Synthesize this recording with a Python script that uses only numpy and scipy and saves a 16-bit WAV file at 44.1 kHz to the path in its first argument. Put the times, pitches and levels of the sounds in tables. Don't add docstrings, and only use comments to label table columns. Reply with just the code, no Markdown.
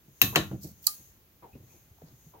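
import sys
import numpy as np
from scipy import signal
from scipy.fft import rfft, irfft
from scipy.io import wavfile
from scipy.ndimage import uniform_filter1d, minimum_filter1d

SR = 44100
rng = np.random.default_rng(int(sys.argv[2]) if len(sys.argv) > 2 else 0)


def store_wav(level_fs):
    pcm = np.round(np.clip(np.atleast_2d(level_fs), -1, 1) * 32767)
    wavfile.write(sys.argv[1], SR, pcm.T.astype(np.int16))


N = 105840
T = np.arange(N) / SR

# (frequency [Hz], level [dB])
PATTER_SPECTRUM = [(30, -19), (80, 6), (330, 4), (650, -8.5), (1300, -23), (3000, -29), (8000, -40.5)]


def knocks():
    # (time [s], swell of the frame [s], then a level [dB] for each band)
    blows = [(.2159, 0.011, -12, -4.5, -18.5, -13, -18.5, -33.5, -11),
             (0.3584, 0.004, -10.5, -1.5, -6.5, -13, -22.5, -36.5, -24)]
    bands = [150, 330, 700, 2600, 6500, 9300, 13000]
    # (frequency [Hz], width [Hz], gain at spot 1 [dB], at spot 2 [dB])
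    resonances = [(750, 67, 6.5, 6.5), (1102, 78, 9.5, 6.5), (1795, 160, 2.5, 5), (2680, 170, 4.5, 2.5),
                  (2990, 130, -4.5, 6), (3200, 300, 0, -0.5), (3940, 220, 5.5, 7), (4330, 170, -6, 0),
                  (6380, 330, 7, 8)]
    # (frequency [Hz], T60 [s], level at spot 1 [dB], at spot 2 [dB])
    frame_modes = [(83, 0.26, -41, -36.5), (126, 0.34, -34.5, -41), (151, .3, -48, -28),
                   (199.8, 0.38, -38.5, -34), (315.7, 0.28, -47, -27), (377.5, 0.2, -34.5, -31),
                   (466.5, 0.18, -40.5, -30), (609, 0.15, -53, -29), (751, 0.14, -32, -28.5),
                   (1104, 0.29, -41, -39.5), (1406, 0.38, -53.5, -43), (1772, 0.15, -30.5, -28.5),
                   (1863, .15, -51.5, -35), (2600, 0.33, -36, -49), (2686, 0.3, -37, -48),
                   (2730, 0.22, -56, -42), (3840, 0.18, -45, -41), (4000, 0.16, -44.5, -39.5)]
    # (frequency [Hz], level [dB])
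    crack_spectrum = [(40, -19), (150, -8), (600, -7.5), (1300, 0), (2700, 12), (4200, 5), (6500, 7),
                      (8500, 16), (10000, 13.5), (13500, 14.5), (16000, 0)]
    # (frequency [Hz], level [dB])
    tail_spectrum = [(30, -20), (55, -1), (130, 3.5), (330, -2.5), (1200, -7.5), (2700, -5), (3900, 1.5),
                     (5000, -5.5), (6500, -1), (8000, 2), (14000, -4), (15500, -16.5)]
    out, grid_hz = np.zeros((2, N)), np.geomspace(40, 16000, 600)
    for spot, (start, swell, *levels) in enumerate(blows):
        wood_db = sum(dbs[spot] / (1 + (2 * (grid_hz - hz) / width) ** 2)
                      for hz, width, *dbs in resonances)
        blow_db = read(list(zip(bands, levels)), grid_hz)
        spectrum = list(zip(grid_hz, blow_db + wood_db))
        crack = colour(near(burst(decay_s=.0036), left_db=2.5, lag_s=.00014), crack_spectrum)
        add(out, start, colour(crack, spectrum))
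        tail = colour(echoed(room()), tail_spectrum)
        add(out, start, colour(tail, spectrum) * amp(-1.5))
        body = ring([(hz, dbs[spot], t60) for hz, t60, *dbs in frame_modes])
        body *= 1 - np.exp(-T[:len(body)] / swell)
        add(out, start, near(body, left_db=.5, lag_s=.00006))
    return out


def tool_scrapes():
    # (time [s], duration [s], level [dB])
    scrapes = [(0.8668, 0.0022, -0.5), (.869, 0.0034, -0.5)]
    # (frequency [Hz], level [dB])
    scrape_spectrum = [(100, -46.5), (800, -31), (3100, -49.5), (3900, -14.5), (4400, -5.5), (5200, -19.5),
                       (6000, -5), (7700, -9), (9000, -22.5), (9800, -6), (10600, -19.5), (11650, -3),
                       (12300, -10.5), (13300, -20), (15200, -4), (16500, -20)]
    # (frequency [Hz], level [dB])
    tail_spectrum = [(500, -52.5), (1000, -43.5), (2900, -45.5), (3200, -38.5), (3550, -42.5), (4000, -29),
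                     (4550, -22.5), (5400, -30.5), (7700, -28.5), (9000, -35), (9900, -26), (10700, -33.5),
                     (11700, -25.5), (13000, -35.5), (15300, -28.5)]
    # (frequency [Hz], level [dB], T60 [s])
    tool_modes = [(860, -49, .11), (1217, -32.5, 0.115), (4107, -48, 0.09), (9798, -43, 0.083)]
    out = np.zeros((2, N))
    for start, length, db in scrapes:
        arch = np.sin(np.pi * np.minimum(T[:4096] / length, 1))
        grip = rng.choice([-1., 1.], (2, 4096)) * arch * amp(db)
        add(out, start, colour(grip * amp([[-6], [1]]), scrape_spectrum))
    release = scrapes[-1][0] + .002
    add(out, release, colour(echoed(room()), tail_spectrum))
    early_tail = diffuse(8192) * np.exp(-T[:8192] / .0079)
    add(out, release, colour(early_tail, tail_spectrum) * amp(4))
    body = ring(tool_modes)
    body *= 1 - np.exp(-T[:len(body)] / .012)
    add(out, release, near(body, left_db=7))
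    return out


def tool_squeals():
    # (time [s], duration [s], pitch [Hz], glide [share of pitch], level [dB], left - right [dB])
    chirps = [(.8672, .0018, 12700, .01, -20.5, -12.5), (.8685, .0046, 11670, -0.046, -13.5, -13.5),
              (0.8686, .0031, 4468, -0.16, -13, -8.5)]
    out, t = np.zeros((2, N)), T[:1024]
    waver_hz = 260
    for start, length, hz, glide, db, left_db in chirps:
        progress = np.minimum(t / length, 1)
        pitch = hz * (1 + glide * (progress - .5)) + waver_hz * wander(t, step=16)
        tone = np.sin(2 * np.pi * np.cumsum(pitch) / SR)
        add(out, start, near(tone * np.sin(np.pi * progress) ** 2 * amp(db), left_db))
    return out


def band_judders():
    # (time [s], duration [s], slip rate [Hz], relative level [dB], tilt [dB/octave])
    judders = [(0.511, .047, 128, -16, 1), (0.643, .018, 160, -23, 4)]
    # (frequency [Hz], level [dB], T60 [s])
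    slip_modes = [(135.2, 2.5, 0.045), (338, -4, 0.03), (655, -24, 0.047), (766, -31.5, 0.058),
                  (1190, -47.5, 0.067)]
    out, lowest_hz = np.zeros((2, N)), slip_modes[0][0]
    jitter_s, spread_db = .00082, 2
    for start, length, rate_hz, db, tilt in judders:
        tilted = [(hz, level + tilt * np.log2(hz / lowest_hz), t60) for hz, level, t60 in slip_modes]
        slip = near(ring(tilted, size=8192), left_db=-1)
        for at, (late, strength) in zip(np.arange(0, length, 1 / rate_hz), rng.standard_normal((16, 2))):
            add(out, start + at + jitter_s * late, slip * amp(db - 16 + spread_db * strength))
        add(out, start, colour(room(), PATTER_SPECTRUM) * amp(db - 7))
    return out


def loose_ticks():
    # (time [s], level [dB], peak frequency [Hz])
    ticks = [(0.2253, -11, 13000), (0.3512, -14.5, 1500), (0.3661, -9, 1750), (0.5137, -23.5, 796),
             (0.6733, -37.5, 13060), (0.8426, -34, 4700), (1.985, -37, 800), (2.019, -26, 644)]
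    # (frequency [multiple of the peak], level [dB])
    tick_shape = [(.125, -22), (.6, -7), (1, 0), (1.7, -12), (6, -38)]
    out = np.zeros((2, N))
    for start, db, peak_hz in ticks:
        spectrum = [(peak_hz * ratio, db + level) for ratio, level in tick_shape]
        add(out, start, colour(near(burst(decay_s=.0018), left_db=-1), spectrum))
        add(out, start, colour(room() * amp(-19.5), spectrum))
    return out


def finger_brushes():
    # (time [s], rise [s], decay [s], level [dB])
    strokes = [(0.324, 0.0056, 0.04, -26), (1.422, 0.0086, 0.036, -29), (1.70, 0.033, 0.066, -47),
               (1.985, 0.044, 0.064, -45.5), (2.333, 0.0083, 0.044, -35)]
    # (frequency [Hz], level [dB])
    skin_spectrum = [(60, -17), (130, -0.5), (250, -8), (480, 2.5), (620, -8), (960, 4), (1250, -14.5),
                     (1900, -21), (6000, -39.5)]
    out, t = np.zeros((2, N)), T[:SR // 2]
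    glide, slowing_s = .3, .036
    speed = 1 + glide * (np.exp(-t / slowing_s) - .6)
    travel = np.cumsum(speed) / SR
    for start, rise, decay, db in strokes:
        friction = colour(diffuse(len(t)), skin_spectrum)
        sinking = np.array([np.interp(travel, t, side) for side in friction])
        add(out, start, sinking * envelope(t, rise, decay) * amp(db))
    return out


def finger_bumps():
    # (time [s], swing level [dB], frequency [Hz], decay [s], patter level [dB])
    bumps = [(0.079, -50, 134, 0.029, -42.5), (0.579, -41, 195, 0.043, -55), (0.621, -49, 143, .04, -52),
             (0.652, -48, 74.5, 0.044, -50), (.712, -48.5, 210, 0.024, -47), (1, -54.5, 129, 0.021, -52),
             (1.358, -54, 130, 0.014, -67), (1.532, -45.5, 83.9, 0.02, -42.5),
             (1.551, -51, 137.7, 0.053, -31), (1.6, -44.5, 97, 0.03, -41), (1.627, -46, 126.3, 0.024, -42),
             (1.739, -55, 340, .014, -45), (1.91, -46.5, 96, 0.013, -49), (2.018, -41, 436, 0.0052, -38),
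             (2.025, -47, 151, .015, -48), (2.037, -41.5, 154.8, 0.016, -41.5),
             (2.113, -51, 123.6, .03, -46), (2.137, -45.5, 136, 0.011, -53), (2.265, -44, 154, 0.016, -51)]
    out, t = np.zeros((2, N)), T[:SR // 2]
    for start, db, hz, decay, patter_db in bumps:
        swing = np.sin(2 * np.pi * hz * t) * envelope(t, .0019, decay)
        add(out, start, swing * amp(db))
        patter = colour(diffuse(len(t)) * np.exp(-t / .018), PATTER_SPECTRUM)
        add(out, start, patter * amp(patter_db))
    return out


def threads():
    # (time [s], level [dB])
    hiss_levels = [(0, -72), (.15, -59), (.3, -42), (.56, -57), (.76, -58), (.95, -47), (1.1, -54.5),
                   (1.25, -76), (1.58, -67), (1.73, -53.5), (1.92, -66.5), (2.1, -60.5), (2.3, -56),
                   (2.4, -76.5)]
    # (frequency [Hz], level [dB])
    hiss_spectrum = [(200, -16.5), (3000, -13.5), (5300, -13), (6500, 3), (8200, -16), (10500, -10),
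                     (12500, -2.5), (15500, -3.5)]
    # (time [s], rise [s], decay [s], level [dB], tilt about 5 kHz [dB/octave])
    rubs = [(.603, 0.032, 0.029, -31.5, 3.5), (.662, .012, 0.025, -41.5, 3.5),
            (0.818, 0.011, 0.099, -50.5, 8.5), (1.659, 0.014, 0.093, -65, -13),
            (2.05, 0.022, 0.033, -50, -11.5)]
    # (frequency [Hz], level [dB])
    rub_spectrum = [(100, -45), (1000, -25), (3300, -17.5), (4300, -1.5), (5600, -1.5), (7500, -5),
                    (8500, -10), (10700, -13), (11900, -2.5), (16000, -5.5)]
    hiss_gain = amp(np.interp(T, *np.transpose(hiss_levels)))
    out = colour(diffuse(), hiss_spectrum) * hiss_gain * amp([[1.5], [-1.5]])
    t = T[:SR // 2]
    grain_db, clump_db = 3, 2
    for start, rise, decay, db, tilt in rubs:
        roughness = amp(grain_db * wander(t, step=64) + clump_db * wander(t, step=400))
        stroke = (1 - np.exp(-(t / rise) ** 2)) * np.exp(-t / decay)
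        spectrum = [(hz, level + db + tilt * np.log2(hz / 5000)) for hz, level in rub_spectrum]
        add(out, start, colour(diffuse(len(t)) * roughness * stroke, spectrum))
    return out


def finger_squeaks():
    # (time [s], rise [s], decay [s], frequency [Hz], level [dB])
    squeaks = [(1.528, 0.0033, .014, 2650, -57.5), (1.696, 0.0075, 0.019, 2370, -60),
               (1.72, .02, .08, 2450, -69.5)]
    out, t = np.zeros((2, N)), T[:SR // 2]
    for start, rise, decay, hz, db in squeaks:
        pitch = hz * (1 + .09 * wander(t, step=64))
        tone = np.sin(2 * np.pi * np.cumsum(pitch) / SR) * envelope(t, rise, decay) * amp(db)
        add(out, start, tone)
        tail = room()
        tail /= np.linalg.norm(tail[0])
        add(out, start, signal.fftconvolve(tone[None], tail, axes=1) * amp(-2.5))
    return out


def echoed(x):
    # (delay [s], level [dB])
    echoes = [(.0007, -13.5), (.0016, -14), (.0031, -12)]
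    out = x.copy()
    for delay, db in echoes:
        add(out, delay, x * amp(db))
    return out


def room(size=32768):
    # (frequency [Hz], T60 [s])
    decay_times = [(100, 0.58), (300, 0.19), (1000, .24), (3000, 0.23), (7000, 0.2), (14000, 0.31)]
    rise_s, rise_cycles = .0013, 2
    hz, t, spectra = signal.stft(diffuse(size), SR, nperseg=512)
    build = 1 - np.exp(-(t + rise_s) * hz[:, None] / rise_cycles)
    decay = amp(-60 * t / read(decay_times, hz)[:, None])
    _, tail = signal.istft(spectra * build * decay, SR, nperseg=512)
    return tail * (1 - np.exp(-T[:size] / rise_s))


def room_noise():
    # (frequency [Hz], level [dB])
    spectrum = [(20, -16), (35, -6), (60, 2), (110, -0.5), (200, -6.5), (330, -11), (650, -17.5),
                (5500, -25), (6700, -24.5), (9000, -33), (11600, -20), (16000, -16.5)]
    noise = colour(diffuse(), spectrum)
    return noise / noise.std() * amp(-60)


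def diffuse(size=N):
    # (frequency [Hz], correlation [0-1])
    correlation = [(100, 0.87), (330, .93), (650, 0.35), (1300, 0), (3000, 0)]
    left, independent = rfft(rng.standard_normal((2, size)))
    shared = np.clip(read(correlation, np.fft.rfftfreq(size, 1 / SR)), 0, 1)
    right = shared * left + np.sqrt(1 - shared ** 2) * independent
    return irfft(np.array([left, right]), size)


def near(x, left_db, lag_s=.00018):
    lag = np.exp(-2j * np.pi * np.fft.rfftfreq(len(x), 1 / SR) * lag_s)
    return np.array([irfft(rfft(x) * lag, len(x)) * amp(left_db / 2), x * amp(-left_db / 2)])


def ring(modes, size=32768):
    t = T[:size]
    return sum((-1) ** k * amp(db - 60 * t / t60) * np.sin(2 * np.pi * hz * t)
               for k, (hz, db, t60) in enumerate(modes))


def burst(decay_s, size=16384):
    return rng.choice([-1., 1.], size) * np.exp(-T[:size] / decay_s)


def envelope(t, rise_s, decay_s):
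    return (1 - np.exp(-t / rise_s)) * np.exp(-t / decay_s)


def wander(t, step):
    return np.interp(t, t[::step], rng.standard_normal(len(t[::step])))


def colour(x, spectrum, size=4096):
    log_gain = np.log(amp(read(spectrum, abs(np.fft.fftfreq(size, 1 / SR)))))
    taps = np.fft.ifft(np.exp(np.conj(signal.hilbert(log_gain)))).real
    return signal.fftconvolve(x, taps[None, :size // 2], axes=1)[:, :x.shape[1]]


def read(points, hz):
    frequencies, values = np.transpose(points)
    return np.interp(np.log(hz + 1), np.log(frequencies + 1), values)


def amp(db):
    return 10 ** (np.asarray(db) / 20)


def add(mix, start_s, sound):
    part = mix[:, max(round(start_s * SR), 0):][:, :sound.shape[-1]]
    part += sound[..., :part.shape[1]]


def scene():
    return (knocks() + tool_scrapes() + tool_squeals() + band_judders() + loose_ticks()
            + finger_brushes() + finger_bumps() + threads() + finger_squeaks() + room_noise())


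def record(dry):
    # (frequency [Hz], left boost and right cut [dB])
    mismatch = [(220, 0), (700, .9), (1300, 0), (2600, 1.8), (4500, .3), (6500, 2), (9000, -.3),
                (13000, -1.4)]
    bass_cut_hz, ceiling, treble_cut_hz = 35, .97, 16100
    left_gain = amp(read(mismatch, np.fft.rfftfreq(N, 1 / SR)))
    x = irfft(rfft(dry) * np.array([left_gain, 1 / left_gain]), N)
    x = signal.sosfilt(signal.butter(2, bass_cut_hz, "highpass", fs=SR, output="sos"), x)
    allowed_gain = ceiling / np.maximum(abs(x).max(0), ceiling)
    x *= uniform_filter1d(minimum_filter1d(allowed_gain, size=9), size=9)
    lowpass = signal.firwin(255, treble_cut_hz, window=("kaiser", 9), fs=SR)
    return signal.oaconvolve(x, lowpass[None], "same")


dry = scene()
out = record(dry)
store_wav(out)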